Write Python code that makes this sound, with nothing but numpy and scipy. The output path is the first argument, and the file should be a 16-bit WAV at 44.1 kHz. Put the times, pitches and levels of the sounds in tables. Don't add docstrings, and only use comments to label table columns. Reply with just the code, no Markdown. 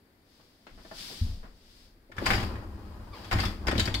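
import sys
import numpy as np
from scipy import signal
from scipy.fft import irfft
from scipy.io import wavfile
from scipy.ndimage import uniform_filter1d

SR = 44100
rng = np.random.default_rng(int(sys.argv[2]) if len(sys.argv) > 2 else 0)


def bounce(signal):
    frames = np.transpose(np.atleast_2d(signal))
    limited = np.clip(frames, -1, 1)
    pcm = np.round(limited * 32767).astype(np.int16)
    wavfile.write(sys.argv[1], SR, pcm)


N = 176400
TIME = np.arange(N) / SR
WHEEL_COUNT = 4
# (time [s], panel boom [dB], plastic clack [dB], wire jingle [dB])
JOLTS = [(2.117, -56, -46, -54.5), (2.167, -44, -42, -47), (2.182, -34.5, -30, -46), (2.257, -53, -27, -35),
         (2.263, -26, -19, -24.5), (2.275, -31, -30, -42), (2.304, -33, -17, -33), (2.309, -22.5, -18, -35),
         (2.333, -36, -24, -30), (2.342, -27, -33.5, -37), (2.38, -27, -35, -44), (2.4, -29, -46, -37),
         (2.428, -27, -34.5, -41), (2.555, -36, -38.5, -68), (3.245, -59, -55, -44),
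         (3.312, -33.5, -22, -35.5), (3.318, -40, -24, -37), (3.328, -23, -19.5, -30.5),
         (3.355, -21.5, -42, -47), (3.386, -38, -25, -38), (3.402, -27.5, -44, -30), (3.434, -49, -26, -48),
         (3.454, -28, -43, -33.5), (3.669, -25, -24.5, -36.5), (3.682, -25, -22, -29.5),
         (3.712, -38, -25.5, -35), (3.754, -26, -34, -41), (3.779, -22.5, -39, -29.5),
         (3.796, -39, -29, -24.5), (3.855, -42, -37, -30), (3.876, -28, -29.5, -36),
         (3.942, -33, -34.5, -27.5)]
# (frequency [Hz], level [dB], t60 [s])
RACK_MODES = [(426, -10, 0.27), (645.7, 0, 0.23), (775, 0.5, 0.21), (1063, -0.5, 0.3), (1274, -4.5, 0.27),
              (1349, -3.5, 0.15), (1650, -3, 0.25), (1874, -1, 0.29), (2500, -2, 0.15)]


def from_db(db):
    return 10 ** (np.asarray(db) / 20)


def rms_one(x):
    return x / np.sqrt(np.mean(x ** 2) + 1e-20)


def gains(rows):
    times, *columns = np.transpose(rows)
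    return [from_db(np.interp(TIME, times, db)) for db in columns]


def at_hz(points, hz):
    freqs, values = np.transpose(points)
    return np.interp(np.log(hz + 1e-9), np.log(freqs), values)


def place(a, b, hz):
    # (frequency [Hz], correlation [-1..1])
    likeness = [(100, .98), (300, .92), (700, .45), (1400, -.05), (15000, 0)]
    # (frequency [Hz], left minus right [dB])
    balance = [(100, 2), (350, 0), (700, 3), (1400, 4.5), (4800, 6), (9000, -3), (15000, 1.5)]
    alike = np.clip(at_hz(likeness, hz), -.99, .99)
    lean = from_db(at_hz(balance, hz) / 2)
    mid, side = np.sqrt(1 + alike) * a, np.sqrt(1 - alike) * b
    return np.array([(mid + side) * lean, (mid - side) / lean])


def noise(colour):
    hz = np.fft.rfftfreq(N, 1 / SR) + 1e-3
    skirts = 1 / (1 + (hz / colour[-1][0] / 2) ** 2) / (1 + (colour[0][0] / hz / 2) ** 2)
    a, b = np.exp(2j * np.pi * rng.random((2, len(hz))))
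    return rms_one(irfft(place(a, b, hz) * from_db(at_hz(colour, hz)) * skirts, N))


def dying(t60):
    return np.exp(-np.log(1000) * TIME[:SR] / max(t60, 1e-3))


def ringing(modes):
    out = 0
    for hz, db, t60 in modes:
        turn = np.exp(2j * np.pi * rng.random())
        mics = place(turn, turn * 1j * rng.choice([-1, 1]), hz)
        out += from_db(db) * dying(t60) * np.real(mics[:, None] * np.exp(2j * np.pi * hz * TIME[:SR]))
    return out / np.sqrt(sum(from_db(db) ** 2 for _, db, _ in modes))


def body(colour, t60, tail_db, tail_t60):
    wash = noise(colour)
    return wash[:, :SR] * dying(t60) + from_db(tail_db) * wash[:, SR:2 * SR] * dying(tail_t60)


def excite(drive, response):
    return signal.fftconvolve(drive[None], response, axes=1)[:, :N]


def blows(times, levels_db, chatter_s, chatter_db, count=8):
    clicks = np.zeros(N + SR)
    for s, db, (late, size) in zip(times, levels_db, rng.random((len(times), 2, count))):
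        clicks[int(s * SR)] += from_db(db)
        rebounds = from_db(db + chatter_db) * (2 * size - 1) * (1 - late)
        np.add.at(clicks, ((s + late * chatter_s) * SR).astype(int), rebounds)
    return clicks[:N]


def grains(responses, per_s, spread_db):
    sizes = from_db(spread_db * np.minimum(rng.exponential(1, N), np.pi)) * rng.choice([-1, 1], N)
    clicks = sizes * (rng.random(N) < per_s / SR)
    dealt = rng.integers(len(responses), size=N)
    return rms_one(sum(excite(clicks * (dealt == k), response) for k, response in enumerate(responses)))


def room_tone():
    # (frequency [Hz], level [dB])
    colour = [(25, -11), (90, 0), (130, -9), (250, -2.5), (1000, -18), (2000, -17.5), (2700, -25),
              (4200, -24), (4700, -20.5), (6000, -33), (15000, -27)]
    return from_db(-63) * noise(colour)


def clothes():
    # (time [s], level [dB], rise [s], fall [s])
    swishes = [(.36, -64.5, 0.07, 0.17), (1.001, -45, 0.03, .15), (1.13, -51, 0.22, 0.17),
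               (1.8, -59, 0.16, 0.077)]
    # (frequency [Hz], level [dB])
    cloth_colour = [(150, 0), (230, 2), (450, -10), (1200, -8.5), (2500, -4.5), (3600, 1.5), (4100, 0),
                    (4900, 4.5), (6200, -7), (9000, -9.5), (15000, -14)]
    # (time [s], level [dB])
    stir = [(.65, -72), (.74, -45.5), (.9, -58.5), (1.18, -55.5), (1.27, -34), (1.65, -58)]
    air_colour = [(22, 4.5), (90, -13.5), (140, -22.5), (220, -18.5), (350, -31.5)]
    rub = sum(from_db(db) * np.exp(-.5 * ((TIME - s) / np.where(TIME < s, rise, fall)) ** 2)
              for s, db, rise, fall in swishes)
    return rub * noise(cloth_colour) + gains(stir)[0] * noise(air_colour)


def box_knocks():
    # (time [s], level [dB], softness [s], contact low-pass [Hz], hollow ring [dB])
    knocks = [(0.394, -53.5, 0.028, 2000, -20), (.666, -44.5, 0.012, 6050, -22),
              (0.774, -44, 0.085, 2000, -4), (0.849, -46.5, 0.0056, 1530, -1.5),
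              (0.912, -39, 0.0042, 1490, 2), (1.098, -32.5, 0.062, 543, -14),
              (1.428, -38, 0.089, 1600, -22)]
    # (frequency [Hz], level [dB])
    colour = [(180, 0), (400, -1.5), (900, -4.5), (1850, -4.5), (2600, -8.5), (4800, -12.5), (6200, -20)]
    # (frequency [Hz], level [dB], t60 [s])
    modes = [(650, 4.5, 0.094), (835, -11, 0.14), (1310, -14, 0.13), (1773, -1, 0.1)]
    out = 0
    for s, db, soft_s, top_hz, ring_db in knocks:
        shell = body(colour, t60=0.077, tail_db=-4, tail_t60=0.26) + from_db(ring_db) * ringing(modes)
        clicks = blows([s], [db], chatter_s=soft_s, chatter_db=-15)
        contact = signal.sosfilt(signal.butter(2, top_hz, fs=SR, output="sos"), clicks + 1e-18)
        out += excite(contact, shell * (1 - dying(soft_s)))
    return out


def knee():
    # (frequency [Hz], level [dB], t60 [s])
    modes = [(24.06, -8.5, 0.61), (62, -9.5, 0.61), (85, -2, 0.29), (94, -3.5, 0.29), (177, -16.5, 0.67),
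             (231, 3, 0.17)]
    land_s, contact_s = 1.213, 0.0067
    push = np.sin(np.pi * np.clip((TIME - land_s) / contact_s, 0, 1)) ** 2
    boards = sum(from_db(db) * dying(t60) * np.sin(2 * np.pi * hz * TIME[:SR]) for hz, db, t60 in modes)
    lean_left = from_db([[.8], [-.8]])
    return -from_db(-19) * excite(push / push.sum(), boards * lean_left)


def wheel_squeak():
    # (time [s], pitch [Hz], level [dB])
    glide = [(3.111, 1231, -72), (3.138, 1164, -41), (3.157, 978, -57), (3.195, 615, -47)]
    harmonics = [3, -4.5, -10, -8]
    times, hz, db = np.transpose(glide)
    roughness = rms_one(uniform_filter1d(rng.standard_normal(N), size=30))
    pitch = np.interp(TIME, times, hz) * (1 + 0.028 * roughness)
    phase = 2 * np.pi * np.cumsum(pitch) / SR
    tone = rms_one(sum(from_db(level) * np.sin(k * phase) for k, level in enumerate(harmonics, 1)))
    tone *= from_db(np.interp(TIME, times, db)) * (TIME > times[0]) * (TIME < times[-1])
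    echo = rms_one(rng.standard_normal((2, SR)) * dying(0.3)) / np.sqrt(SR)
    return from_db(-4) * tone + from_db(-6) * excite(tone, echo)


def rack_rolling():
    # (time [s], wheel rumble [dB], axle grit [dB], wire buzz [dB])
    roll = [(2.14, -48.5, -51, -62), (2.3, -29.5, -38.5, -34.5), (2.44, -35, -41, -43),
            (2.52, -36.5, -44, -53.5), (2.68, -41, -55, -66), (3.125, -45.5, -54.5, -63.5),
            (3.145, -47, -48, -52), (3.3, -45, -53, -51), (3.44, -31, -41, -37), (3.58, -39, -57, -57),
            (3.66, -37, -48, -62), (3.8, -34, -50.5, -39.5), (4, -34, -46.5, -69)]
    # (frequency [Hz], level [dB])
    rumble_colour = [(22, -4.5), (50, -0.5), (80, -1), (105, -3.5), (140, -24), (200, -7.5), (250, -15),
                     (335, -11.5), (420, -22.5), (600, -29)]
    hiss_colour = [(4000, 0), (15000, -2)]
    grit_colour = [(250, 0), (450, 3.5), (1150, 2.5), (1700, -7.5), (2500, -30), (4000, -51)]
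    buzz_colour = [(1500, 1.5), (3400, -2.5), (4200, -2.5), (4900, 2.5), (6200, -15), (15000, -15)]
    rumble_gain, grit_gain, buzz_gain = gains(roll)
    axles = [body(grit_colour, t60=0.011, tail_db=-17, tail_t60=0.4)
             + from_db(-23.5) * ringing(RACK_MODES) for _ in range(WHEEL_COUNT)]
    wires = [body(buzz_colour, t60=0.02, tail_db=-15.5, tail_t60=0.99) for _ in range(WHEEL_COUNT)]
    wheels = rumble_gain * noise(rumble_colour) + from_db(-69) * noise(hiss_colour)
    grit = grit_gain * grains(axles, per_s=400, spread_db=2.8)
    buzz = buzz_gain * grains(wires, per_s=1500, spread_db=2.2)
    moving = np.clip((TIME - JOLTS[0][0]) / 0.083, 0, 1)
    return moving * (wheels + grit + buzz)


def tub_knocks():
    # (time [s], level [dB])
    bumps = [(2.095, -41.5), (2.217, -22.5), (3.329, -28.5), (3.681, -22), (3.725, -21), (3.754, -26),
             (3.786, -22), (3.88, -28)]
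    # (frequency [Hz], level [dB])
    colour = [(160, -43), (200, 0.5), (330, -1.5), (420, -13.5), (650, -13.5), (1200, -36)]
    times, db = np.transpose(bumps)
    contacts = blows(times, db, chatter_s=0.01306, chatter_db=-12)
    tub = body(colour, t60=0.074, tail_db=-19.5, tail_t60=0.64)
    return excite(contacts, tub * (1 - dying(0.016)))


def tine_pings():
    # (time [s], pitch [Hz], level [dB])
    pings = [(2.26, 4740, -26.5), (2.353, 4800, -30), (3.399, 4670, -32.5), (3.453, 5150, -37.5),
             (3.670, 5030, -31.5), (3.781, 3980, -27.5), (3.796, 3043, -25.5), (3.799, 3830, -23.5),
             (3.798, 6900, -38), (3.856, 4650, -30), (3.942, 3515, -27), (3.948, 4380, -27)]
    log_step, t60 = 0.075, .06
    peak = [(-3, -28), (-1, -12), (0, 0), (1, -12), (3, -28)]  # (offset [steps], level [dB])
    out = 0
    for s, hz, db in pings:
        colour = [(hz * np.exp(k * log_step), level) for k, level in peak]
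        tine = from_db(-5) * ringing([(hz, 0, t60)])
        cluster = from_db(-2) * body(colour, t60, tail_db=-12, tail_t60=0.44)
        click = from_db(db) * (np.arange(N) == int(s * SR))
        out += excite(click, tine + cluster)
    return out


def rack_jolts():
    # (frequency [Hz], level [dB])
    boom_colour = [(22, 10.5), (45, 4), (75, -5), (105, 5.5), (135, -27), (190, 0), (260, -11), (340, -7.5),
                   (450, -11.5), (900, -51)]
    clack_colour = [(200, -56), (450, -10.5), (750, -0.5), (1100, -3), (1900, 1.5), (2500, -7),
                    (3500, -14.5), (6000, -26.5)]
    jingle_colour = [(900, -16), (1700, 4), (2500, 2.5), (3500, 5.5), (4150, -7), (4900, 2), (6000, -9),
                     (7500, -7.5), (10000, -17.5), (15500, -25)]
    # (frequency [Hz], level [dB], t60 [s])
    panel_modes = [(73.9, 7, 0.56), (98.6, 8.5, 0.37), (193, 6.5, 0.27), (337.7, 1.5, 0.25)]
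    wire_modes = [(3544, 3, 0.14), (4380, 0.5, 0.09), (4580, 1, 0.19), (5360, 4, 0.07), (6900, -11.5, 0.34)]
    out = 0
    for wheel in range(WHEEL_COUNT):
        times, boom_db, clack_db, jingle_db = np.transpose(JOLTS[wheel::WHEEL_COUNT])
        panel = body(boom_colour, t60=0.087, tail_db=-15, tail_t60=0.52)
        panel += from_db(-9.5) * ringing(panel_modes)
        panel *= 1 - dying(0.019)
        plastic = body(clack_colour, t60=.04, tail_db=-15, tail_t60=.38)
        plastic += from_db(-16) * ringing(RACK_MODES)
        plastic *= 1 - dying(.003)
        wires = body(jingle_colour, t60=.06, tail_db=-12, tail_t60=.34)
        wires += from_db(-11) * ringing(wire_modes)
        boom = excite(blows(times, boom_db, chatter_s=0.0151, chatter_db=-18), panel)
        clack = excite(blows(times, clack_db, chatter_s=.015, chatter_db=-2), plastic)
        jingle = excite(blows(times, jingle_db, chatter_s=.015, chatter_db=-1.5, count=16), wires)
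        out += from_db(2.5) * boom + clack + from_db(-2.5) * jingle
    return out


def scene():
    rack = rack_jolts() + tine_pings() + tub_knocks() + rack_rolling() + wheel_squeak()
    return rack + clothes() + knee() + box_knocks() + room_tone()


def record(dry):
    low_cut = signal.butter(2, 18, "high", fs=SR, output="sos")
    high_cut = signal.ellip(10, .2, 80, 15700, fs=SR, output="sos")
    return signal.sosfilt(high_cut, signal.sosfilt(low_cut, dry))


dry = scene()
out = record(dry)
bounce(out)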